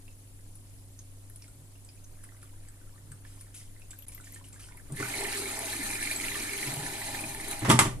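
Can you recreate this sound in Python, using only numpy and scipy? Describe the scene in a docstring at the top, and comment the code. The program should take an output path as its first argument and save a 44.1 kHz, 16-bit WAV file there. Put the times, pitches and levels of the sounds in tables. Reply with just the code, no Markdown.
"""Trickle into a detergent drawer

Liquid trickles from a jug into a washing machine's plastic drawer, in a small hard room with mains hum.
Bursting drops and bubbles are damped tones; after a bump, noise and dense grains drive the drawer's
resonances as a gritty rush. The drawer is then pushed home: thud, rattle and the snap of its catch ring
modes of cabinet and front plate. Two close ports hear it with unlike phase and colour.
"""
import sys
import numpy as np
from scipy import signal
from scipy.fft import rfft, irfft, next_fast_len
from scipy.io import wavfile
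from scipy.ndimage import uniform_filter1d, map_coordinates

SR = 44100
rng = np.random.default_rng(int(sys.argv[2]) if len(sys.argv) > 2 else 0)


def wrap_up_sound(samples):
    """Save the sound to the file named by the first command line argument, as 16-bit audio."""
    columns = np.atleast_2d(samples).T
    # keep every value between -1 and 1, then stretch to whole-number steps
    tamed = np.clip(columns, -1, 1)
    steps = np.round(tamed * 32767).astype(np.int16)
    wavfile.write(sys.argv[1], SR, steps)


N = 352799
TIME = np.arange(N) / SR  # s


def amp(db):
    """Decibel law: the gain is 10 to the power dB / 20."""
    return np.exp(np.asarray(db) * (np.log(10) / 20))


def unit(x):
    """Normalisation: the signal scaled to rms 1."""
    return x / np.sqrt(np.mean(x ** 2) + 1e-20)


def along(points, hz):
    """Log-frequency interpolation of (f/Hz, value) points."""
    f, v = np.transpose(points)
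    return np.interp(np.log(hz + 1), np.log(f + 1), v)


def curves(rows):
    """Linear interpolation in time: one envelope for each column after t/s."""
    s, *columns = np.transpose(rows)
    return [np.interp(TIME, s, column) for column in columns]


def wobble(rate):
    """Slow random modulation: a smooth curve through `rate` random knots a second."""
    coarse = np.arange(0, N + 32, 32)
    knots = rng.standard_normal(int(N * rate / SR) + 4)
    smooth = map_coordinates(knots, [coarse * rate / SR])
    return np.interp(np.arange(N), coarse, smooth)


def filtered(x, response):
    """Linear filtering: the spectrum times a complex frequency response."""
    m = next_fast_len(x.shape[-1] + SR // 4)
    spectrum = rfft(x, m) * response(np.fft.rfftfreq(m, 1 / SR))
    return irfft(spectrum, m)[..., :x.shape[-1]]


def shaped(x, points):
    """Spectral shaping by a (f/Hz, level/dB) curve."""
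    return filtered(x, lambda hz: amp(along(points, hz)))


def resonances(modes):
    """Forced resonance: summed band-pass responses of alternating sign, from (f/Hz, width/Hz, level/dB)."""
    def response(f):
        total = 0
        for k, (centre, width, db) in enumerate(modes):
            damping = 1j * f * width
            total = total + (-1) ** k * amp(db) * damping / (centre * centre - f * f + damping)
        return total
    return response


def patchy(patchy_db, channels):
    """Non-stationary noise: white noise with patches of random gain in time and frequency."""
    z = signal.stft(rng.standard_normal((channels, N + 512)), nperseg=256)[2]
    field = rng.standard_normal(z.shape[1:])
    for axis in (0, 1):
        field = uniform_filter1d(field, size=5, axis=axis)
    return signal.istft(z * amp(patchy_db * unit(field)), nperseg=256)[1][:, :N]


def pings(s, db, hz, t60, rise=0., noisy=0., size=2048):
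    """Damped oscillation: decaying tones; `rise` lifts their pitch, `noisy` lets their phase drift randomly."""
    t = np.arange(size) / SR
    s, db, hz, t60 = (np.reshape(v, (-1, 1)) for v in (s, db, hz, t60))
    jitter = noisy * np.cumsum(rng.standard_normal((len(s), size)), axis=1) if noisy else 0
    decay = amp(db - 60 * t / t60)
    onset = 1 - np.exp(-.3 * t * hz)
    wave = decay * onset * np.sin(2 * np.pi * hz * (t + rise * t * t / t60) + jitter)
    at = (s * SR).astype(int) + np.arange(size)
    return np.bincount(at.ravel(), wave.ravel(), N + SR)[:N]


def swarm(count, start, stop, centre_hz, spread, cycles, size_db):
    """Random superposition: short grains of log-normal pitch, a few much louder; rms 1 while they last."""
    u, z = rng.random((count, 2)), rng.standard_normal(count)
    hz = np.clip(centre_hz * np.exp(spread * z), 900, 13000)
    s = start + u[:, 0] * (stop - start)
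    db = -size_db * np.log(u[:, 1] + 0.00057)
    grains = pings(s, db, hz, cycles / hz, rise=0.15, size=640)
    return unit(grains) * np.sqrt((stop - start) * SR / N)


# Bursting drops: t/s, level/dB, f/Hz
DROPS = [(0.554, -40.5, 9800), (0.99, -39, 6460), (1.298, -42.5, 11000), (1.3586, -38, 9750),
         (1.4207, -44.5, 5420), (1.4795, -46, 8300), (1.848, -43, 8130), (1.888, -45, 4860),
         (2.0422, -45, 6170), (2.2383, -39, 9700), (2.4279, -43, 9750), (2.6853, -43, 8040),
         (3.1178, -37, 8300), (3.4104, -38, 9700), (3.5478, -42, 10000), (3.7958, -49, 9960),
         (3.907, -34, 7700), (3.9878, -37, 11700), (4.0223, -41.5, 12060), (4.0825, -31.5, 10080),
         (4.1205, -48, 8300), (4.1474, -35.5, 12900), (4.208, -43, 8370), (4.2433, -42, 7060),
         (4.322, -40, 11600), (4.344, -37, 8260), (4.485, -43, 10500), (4.5291, -42, 7360),
         (4.6009, -49, 10000), (4.7705, -41.5, 11030), (4.9215, -33.5, 8820), (4.9631, -36, 9650)]
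# Ringing air bubbles: t/s, level/dB, f/Hz
AIR_BUBBLES = [(0.0792, -45, 2580), (1.4212, -50, 2500), (1.4416, -48, 2160), (1.481, -51, 1480),
               (1.7544, -52.5, 2800), (1.8881, -52, 2520), (1.9744, -54, 2400), (2.187, -53, 1710),
               (2.2374, -44.5, 1680), (2.3196, -49, 1400), (2.365, -55, 2070), (2.4279, -45, 1390),
               (2.6838, -50, 1640), (2.813, -50, 1420), (2.977, -51, 1690), (3.1168, -43.5, 1644),
               (3.249, -42, 1720), (3.4092, -54, 1730), (3.5468, -55, 2130), (3.7944, -57, 1710),
               (3.8178, -45.5, 2560), (3.9115, -48, 3500), (3.9309, -42, 1580), (3.9893, -53, 2660),
               (4.0228, -49, 3260), (4.0652, -56, 2070), (4.0901, -47, 2280), (4.118, -48, 2370),
               (4.1774, -42, 1900), (4.238, -49, 2360), (4.27, -41.5, 1785), (4.36, -40, 1784),
               (4.4415, -46, 2920), (4.5338, -50, 1240), (4.56, -43.5, 1630), (4.6009, -48, 1720),
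               (4.639, -46, 2890), (4.686, -41, 1395), (4.7204, -44, 2210), (4.7731, -43.5, 2070)]
# Sheets of spray: t/s, level/dB, 1/e length/s
SPRAY_SHEETS = [(1.418, -62, .04), (2.232, -57, 0.026), (2.415, -59, .04), (3.258, -61, 0.23),
                (3.402, -59.5, 0.02), (3.541, -49.5, 0.089), (3.905, -50.5, 0.016), (4.117, -52, 0.04),
                (4.246, -55, 0.11), (4.333, -57, 0.051), (4.439, -56.5, 0.049), (4.524, -57, 0.064),
                (4.593, -52.5, 0.1)]
# Relative spectrum of the sheets: f/Hz, level/dB
SHEET_SPECTRUM = [(590, -48), (1000, -21), (1700, -25), (2070, -4), (4120, -7), (4890, -5.5), (10100, 1),
                  (14000, -20), (15000, -37)]
# Faint patter of many small bubbles: t/s, level/dB
PATTER_LEVEL = [(0, -84), (1.9, -77), (2.3, -67.5), (2.9, -72), (3.3, -67), (4.0, -73.5), (4.2, -69),
                (4.6, -65.5), (4.9, -67.5)]
DROP_T60_S, SPIT_T60_S, SPIT_DB = 0.034, 0.0084, -13  # spit level relative to its drop
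BUBBLE_T60_S, SNAP_T60_S = 0.036, 0.0074


def trickle():
    """Volume resonance of trapped air: bubbles ring as damped tones, among spitting drops and sheets of spray."""
    s, db, hz = np.transpose(DROPS)
    drops = pings(s, db, hz, DROP_T60_S, noisy=0.23)
    drops += pings(s, db + SPIT_DB, 0.99 * hz, SPIT_T60_S, noisy=0.93)

    s, db, hz = np.transpose(AIR_BUBBLES)
    bubbles = pings(s, db, hz, BUBBLE_T60_S, rise=0.04, noisy=0.15)
    bubbles += pings(s, db, 2 * hz, SNAP_T60_S, noisy=0.84, size=512)  # opening snap, an octave up

    sheets = 0
    for s, db, length in SPRAY_SHEETS:
        onset = np.clip((TIME - s) / 0.0023, 0, 1)
        sheets = sheets + amp(db) * onset * np.exp(-((TIME - s) / length) ** 2)
    spray = sheets * unit(shaped(patchy(3, channels=1)[0], SHEET_SPECTRUM))

    stop = PATTER_LEVEL[-1][0]
    patter = amp(curves(PATTER_LEVEL)[0]) * swarm(
        count=1200, start=0, stop=stop, centre_hz=1677, spread=0.334, cycles=19, size_db=3.5)
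    spits = amp(-73.5) * swarm(
        count=600, start=0, stop=stop, centre_hz=8100, spread=0.227, cycles=40, size_db=0.5)
    return drops + bubbles + spray + patter + spits


# Course of the rush: t/s, level/dB, floor level/dB and walls level/dB relative to the fizz
RUSH_COURSE = [(4.93, -64, -3, -4), (4.97, -44, -31, -21), (5.01, -41, -2.5, -12), (5.08, -39.5, -19, -10),
               (5.19, -38, -4, -10), (5.53, -39, -11.5, -12.5), (5.59, -40, -2.5, -9),
               (5.78, -38, -22.5, -15.5), (6.62, -39, -10.5, -12), (7.25, -41.5, -21, -6.5),
               (7.39, -45, -6, -4.5), (7.52, -41, -15, -7.5), (7.64, -46, -22, -6)]
# Relative spectrum of its bright fizz: f/Hz, level/dB
FIZZ_SPECTRUM = [(590, -45), (1000, -9.5), (1400, -5.5), (2090, -7.5), (3040, -7.5), (3520, -9.5),
                 (3980, -3), (5230, -9.5), (5900, -9.5), (6500, -4), (7200, -5.5), (8200, -3), (9860, 0.5),
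                 (11000, -5.5), (14200, -13), (14500, -75)]
# Resonances of spout, walls, floor and rails, one list each: f/Hz, width/Hz, relative level/dB
DRAWER_PARTS = [
    [(1745, 63, 4), (2087, 127, 6), (2415, 110, 3)],
    [(638, 91, 0.5), (808, 50, 7), (947, 100, 1)],
    [(402.5, 18.3, 0)],
    [(229, 150, -1), (310, 87, 5)],
]
# Loudest chirps of the gritty rush: t/s, level/dB, f/Hz
CHIRPS = [(5.0266, -17, 1390), (5.0561, -25, 1410), (5.1385, -21.5, 2160), (5.1817, -27, 4010),
          (5.2083, -28, 2170), (5.2567, -30, 2330), (5.342, -29, 1760), (5.4562, -25, 2140),
          (5.9092, -28, 2160), (5.9535, -24, 2340), (6.0718, -22, 2040), (6.112, -18.5, 2350),
          (6.1611, -21.5, 7810), (6.212, -33, 2230), (6.2391, -21.5, 2000), (6.2833, -23, 2350),
          (6.3166, -23, 2050), (6.3546, -24, 1700), (6.4075, -25, 2340), (6.492, -24, 2220),
          (6.5333, -22, 2180), (6.5778, -32, 2330), (6.6275, -21, 2210), (6.6734, -25, 2240),
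          (6.862, -25, 1750), (7.0152, -26, 1980), (7.0573, -38, 2360), (7.1459, -25, 1697),
          (7.19, -26, 2425), (7.238, -23.5, 2380)]
# Loudest bright ticks: t/s, level/dB, f/Hz
BRIGHT_TICKS = [(4.9649, -38, 9810), (5.0851, -28, 9370), (5.2068, -29, 8400), (5.2367, -25, 9400),
                (5.5904, -21.5, 9910), (5.766, -25, 9880), (5.9117, -22.5, 9370), (6.0289, -22.5, 9430),
                (6.1118, -22.5, 10300), (6.5328, -26, 9900), (6.6231, -29, 9700), (6.7388, -24, 9900),
                (7.2078, -26.5, 9580), (7.347, -27, 10000), (7.4103, -27, 9940), (7.4826, -25, 10270),
                (7.5121, -21.5, 9900), (7.5924, -26.5, 9800)]
SPOUT_DB, RAILS_DB, WANDER_DB = -7, -9.5, 2  # mean levels relative to the fizz; random wander of every part
CHIRP_T60_S, TICK_T60_S = 0.026, 0.018


def rush():
    """Forced vibration: noise and grains drive the drawer's parts, under a wide fizz unlike at the two ports."""
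    level_db, floor_db, walls_db = curves(RUSH_COURSE)
    start, stop = RUSH_COURSE[0][0], RUSH_COURSE[-1][0]
    on = np.clip((TIME - start) / 0.024, 0, 1) * np.clip((stop + 0.12 - TIME) / 0.037, 0, 1)

    flutter = amp(.8 * wobble(20) + 1.1 * wobble(80))
    grit = patchy(3.2, channels=2)
    grit = grit + 0.42 * swarm(
        count=1800, start=start, stop=stop, centre_hz=6137, spread=0.46, cycles=30.6, size_db=2.0)
    mix = unit(shaped(grit * flutter, FIZZ_SPECTRUM))

    short_grains = swarm(count=1100, start=start, stop=stop, centre_hz=2106, spread=0.21, cycles=10, size_db=2.5)
    long_grains = swarm(count=700, start=start, stop=stop, centre_hz=2502, spread=0.35, cycles=76, size_db=2.5)
    mix += amp(-11) * long_grains + amp(-14.5) * short_grains

    # short grains drive the spout; fluttering noise drives the other parts
    drives = [short_grains + 0.2 * rng.standard_normal(N)]
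    drives += [rng.standard_normal(N) * amp(1.3 * wobble(60)) for _ in DRAWER_PARTS[1:]]
    for modes, db, drive in zip(DRAWER_PARTS, (SPOUT_DB, walls_db, floor_db, RAILS_DB), drives):
        part = unit(filtered(drive * on, resonances(modes))) * np.sqrt(on.mean())
        mix += amp(db + WANDER_DB * wobble(9)) * part

    chirps = pings(*np.transpose(CHIRPS), CHIRP_T60_S, rise=0.044, noisy=0.12, size=1024)
    ticks = pings(*np.transpose(BRIGHT_TICKS), TICK_T60_S, noisy=0.24, size=1024)
    return on * amp(level_db) * mix + chirps + ticks


# Cabinet modes: f/Hz, relative level/dB, t60/s
CABINET_MODES = [(124.2, -4, 0.46), (166, -10, 0.15), (197, -18.5, 0.28), (232.2, -5.5, 0.17),
                 (299.4, -3.5, 0.12), (388, -13, 0.21), (521, -19, 0.054), (647, -14.5, 0.076)]
# Modes of the drawer's front plate: f/Hz, relative level/dB, t60/s
FRONT_MODES = [(772, -5.5, 0.074), (903, -1.5, 0.19), (1042, 5.5, 0.037), (1177, -2, 0.24),
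               (1385, -0.5, 0.072), (1820, -6, .04), (2070, 2, 0.069), (2500, -20, 0.055),
               (3410, 0.5, 0.027), (7720, 6, 0.02)]
# Relative spectrum of the crack: f/Hz, level/dB
CRACK_SPECTRUM = [(290, -50), (500, -10), (1050, -3.5), (1680, -8), (1990, -3), (2230, -7.5), (3410, -9),
                  (3990, -14), (10200, -8.5), (14200, -30.5), (15000, -52)]
# Contacts: t/s, cabinet level/dB, front level/dB, crack level/dB, rise time/s
CONTACTS = [(4.895, -34, -55, -60, 0.0051), (4.999, -32.5, -46, -50, 0.0012), (6.66, -36, -70, -66, 0.006),
            (7.618, -23, -53, -33.5, 0.012), (7.646, -26.5, -44, -23.5, 0.0067),
            (7.661, -50, -42, -34, 0.004), (7.682, -15, -46, -31, 0.0026), (7.693, -18.5, -40, -26, 0.0006),
            (7.699, -13, -18.5, -18, 0.0011), (7.712, -21, -28.5, -21.5, 0.0002),
            (7.731, -17.5, -46, -50, 0.001), (7.79, -24.5, -22, -15, 0.00016),
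            (7.808, -21, -39, -32, 0.0017), (7.85, -21, -45, -32.5, 0.0023)]


def ring(modes, blur, t):
    """Modal superposition: decaying modes at random strengths, their phases blurred by loose parts."""
    total = 0
    for hz, db, t60 in modes:
        strength_db = db + rng.normal(0, 2.3)
        drift = np.cumsum(rng.standard_normal(len(t))) / np.sqrt(SR)
        total = total + amp(strength_db - 60 * t / t60) * np.sin(2 * np.pi * hz * t + blur * drift)
    return total


def knocks():
    """Impact excitation: contacts ring cabinet and front plate and rattle; slower rises give duller cracks."""
    out, t = np.zeros((2, N + SR)), np.arange(SR // 3) / SR
    for s, cabinet_db, front_db, crack_db, rise in CONTACTS:
        shared, own = rng.standard_normal(len(t)), rng.standard_normal((2, len(t)))
        dulled = lambda hz: amp(along(CRACK_SPECTRUM, hz)) / np.hypot(1, 0.11 * hz * rise)
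        rattle = unit(filtered(shared + 1.36 * own, dulled))
        crack = rattle * (amp(-60 * t / 0.061) + amp(-8.5 - 60 * t / 0.29))  # fast decay, then a slow one
        blow = amp(cabinet_db) * ring(CABINET_MODES, 5.5, t)
        blow = blow + amp(front_db) * ring(FRONT_MODES, 17.2, t) + amp(crack_db) * crack
        first = round(s * SR)
        out[:, first:first + len(t)] += (1 - np.exp(-t / rise)) * blow
    # second-order high-pass at 45 Hz: takes the low thump off the abrupt starts of the tones
    return filtered(out[:, :N], lambda hz: (1j * hz / (45 + 1j * hz)) ** 2)


# Phase between the ports for near sound: f/Hz, left minus right/rad
PORT_PHASE = [(60, -.12), (150, -.15), (300, -.35), (700, -.9), (1500, -1.3), (14000, -1.5)]


def ports(x):
    """Inter-channel phase difference: a near source reaches the two ports with unlike phase."""
    half = lambda hz: np.exp(.5j * along(PORT_PHASE, hz))
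    return filtered(x, lambda hz: np.array([half(hz), 1 / half(hz)]))


# Reverberation time: f/Hz, t60/s
ROOM_DECAY = [(100, 1), (1000, 0.19), (10000, 0.19)]


def room(x):
    """Diffuse reverberation: each frequency decays at its own speed; the small room has no bass tail."""
    hz, t, z = signal.stft(rng.standard_normal((2, SR // 3)), SR, nperseg=256)
    diffuse = np.clip(hz / 700 - .3, 0, 1)[:, None]  # none below 210 Hz, full from 910 Hz
    decay = amp(-60 * t / along(ROOM_DECAY, hz)[:, None])
    tail = signal.istft(z * diffuse * decay, SR, nperseg=256)[1]
    tail = tail / np.linalg.norm(tail[0])
    delayed = np.pad(x, (150, 0))[None]  # delay in samples
    return signal.fftconvolve(delayed, tail, axes=1)[:, :N]


# Brief swells of a low drone: t/s, level/dB, 1/e half length/s
DRONE_SWELLS = [(1.615, -59.5, 0.062), (3.108, -55.5, 0.068), (4.935, -39, 0.024), (6.766, -41.5, 0.14),
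                (7.26, -54, 0.24)]


def drone():
    """Narrow-band resonance: noise through one low mode, swelling and fading."""
    swell = sum(amp(db) * np.exp(-((TIME - s) / length) ** 2) for s, db, length in DRONE_SWELLS)
    return swell * unit(filtered(rng.standard_normal(N), resonances([(139.5, 12.4, 0)])))


# Hum tones: f/Hz, mean level/dB rms
HUM_TONES = [(99.7, -53.5), (49.7, -67), (272.5, -70), (373, -78.5)]
# Relative spectrum of the low murmur of machines: f/Hz, level/dB
MURMUR_SPECTRUM = [(6, -48), (14, 9), (21, -2), (30, -4), (48, -8), (70, -17), (125, -14.5), (245, -24),
                   (281, -19.5), (400, -27.5), (560, -28), (800, -33), (1500, -51), (3300, -120)]
# Its course: t/s, level/dB
MURMUR_LEVEL = [(0, -52), (2.4, -51.5), (3.6, -51.5), (4.4, -50), (6.3, -48), (7.3, -50), (8, -38)]
# Relative spectrum of the steady background hiss: f/Hz, level/dB
HISS_SPECTRUM = [(500, -17), (900, -10), (1500, -12), (3700, -11.5), (5800, -11.5), (7600, -6),
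                 (8800, -6.5), (9900, 0), (11000, -7.5), (12500, -12), (14000, -12), (15000, -30)]
# Its course: t/s, level/dB
HISS_LEVEL = [(0, -59.5), (3.5, -60), (4.2, -58), (4.6, -62.5), (4.9, -57), (8, -57)]
# Left-right likeness of distant sound: f/Hz, correlation
LIKENESS = [(60, 0.88), (180, 0.81), (540, 0.53), (1630, -0.15), (4890, -0.047), (14700, -0.029)]


def background():
    """Partial coherence: murmur and hiss agree at both ports only in the bass; the hum is common."""
    out = 0
    for hz, db in HUM_TONES:
        level = np.sqrt(2) * amp(db + 1.3 * wobble(4.06))
        out = out + level * np.sin(2 * np.pi * hz * TIME + 0.41 * wobble(4.9))

    def mid_side(hz, spectrum):
        angle = np.arccos(np.clip(along(LIKENESS, hz), -1, 1)) / 2
        return amp(along(spectrum, hz)) * [np.cos(angle), np.sin(angle)]

    layers = ((MURMUR_SPECTRUM, MURMUR_LEVEL, .8), (HISS_SPECTRUM, HISS_LEVEL, 1.8))
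    for spectrum, level, patchy_db in layers:
        mid, side = filtered(patchy(patchy_db, channels=2), lambda hz: mid_side(hz, spectrum))
        out = out + amp(curves(level)[0]) * unit(np.array([mid + side, mid - side]))
    return out


def scene():
    """Superposition: near sources directly at the ports and by way of the room, over the background."""
    near, blows = trickle() + rush(), knocks()
    sent_to_room = amp(-5.5) * near[0] + amp(-7) * blows[0]
    return ports(near + blows) + room(sent_to_room) + background() + drone()


# Unlike colour of the two ports: f/Hz, left minus right level/dB
PORT_COLOUR = [(60, 0.5), (99, -1.0), (160, 0.5), (270, 0), (440, 0), (730, 0.5), (1210, -2), (1990, -5.5),
               (3280, -1.5), (5400, -3), (8900, 2.5), (14700, 6.5)]
# Brief dip of the whole level: from t/s, to t/s
LEVEL_DIP = (4.056, 4.065)
TOP_HZ = 14350


def record(dry):
    """Saturation and band limiting: port colour, soft overload of loud peaks, a brief dip, a sharp low-pass."""
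    tilt = np.array([[1], [-1]])
    coloured = filtered(dry, lambda hz: amp(along(PORT_COLOUR, hz) / 2 * tilt))
    soft = coloured / (1 + np.abs(coloured / .95) ** 8) ** .125
    outside = np.maximum(LEVEL_DIP[0] - TIME, TIME - LEVEL_DIP[1])
    dip = np.clip(outside / .002, .2, 1)  # down to a fifth, with short ramps
    return filtered(soft * dip, lambda hz: hz < TOP_HZ)


dry = scene()
out = record(dry)
wrap_up_sound(out)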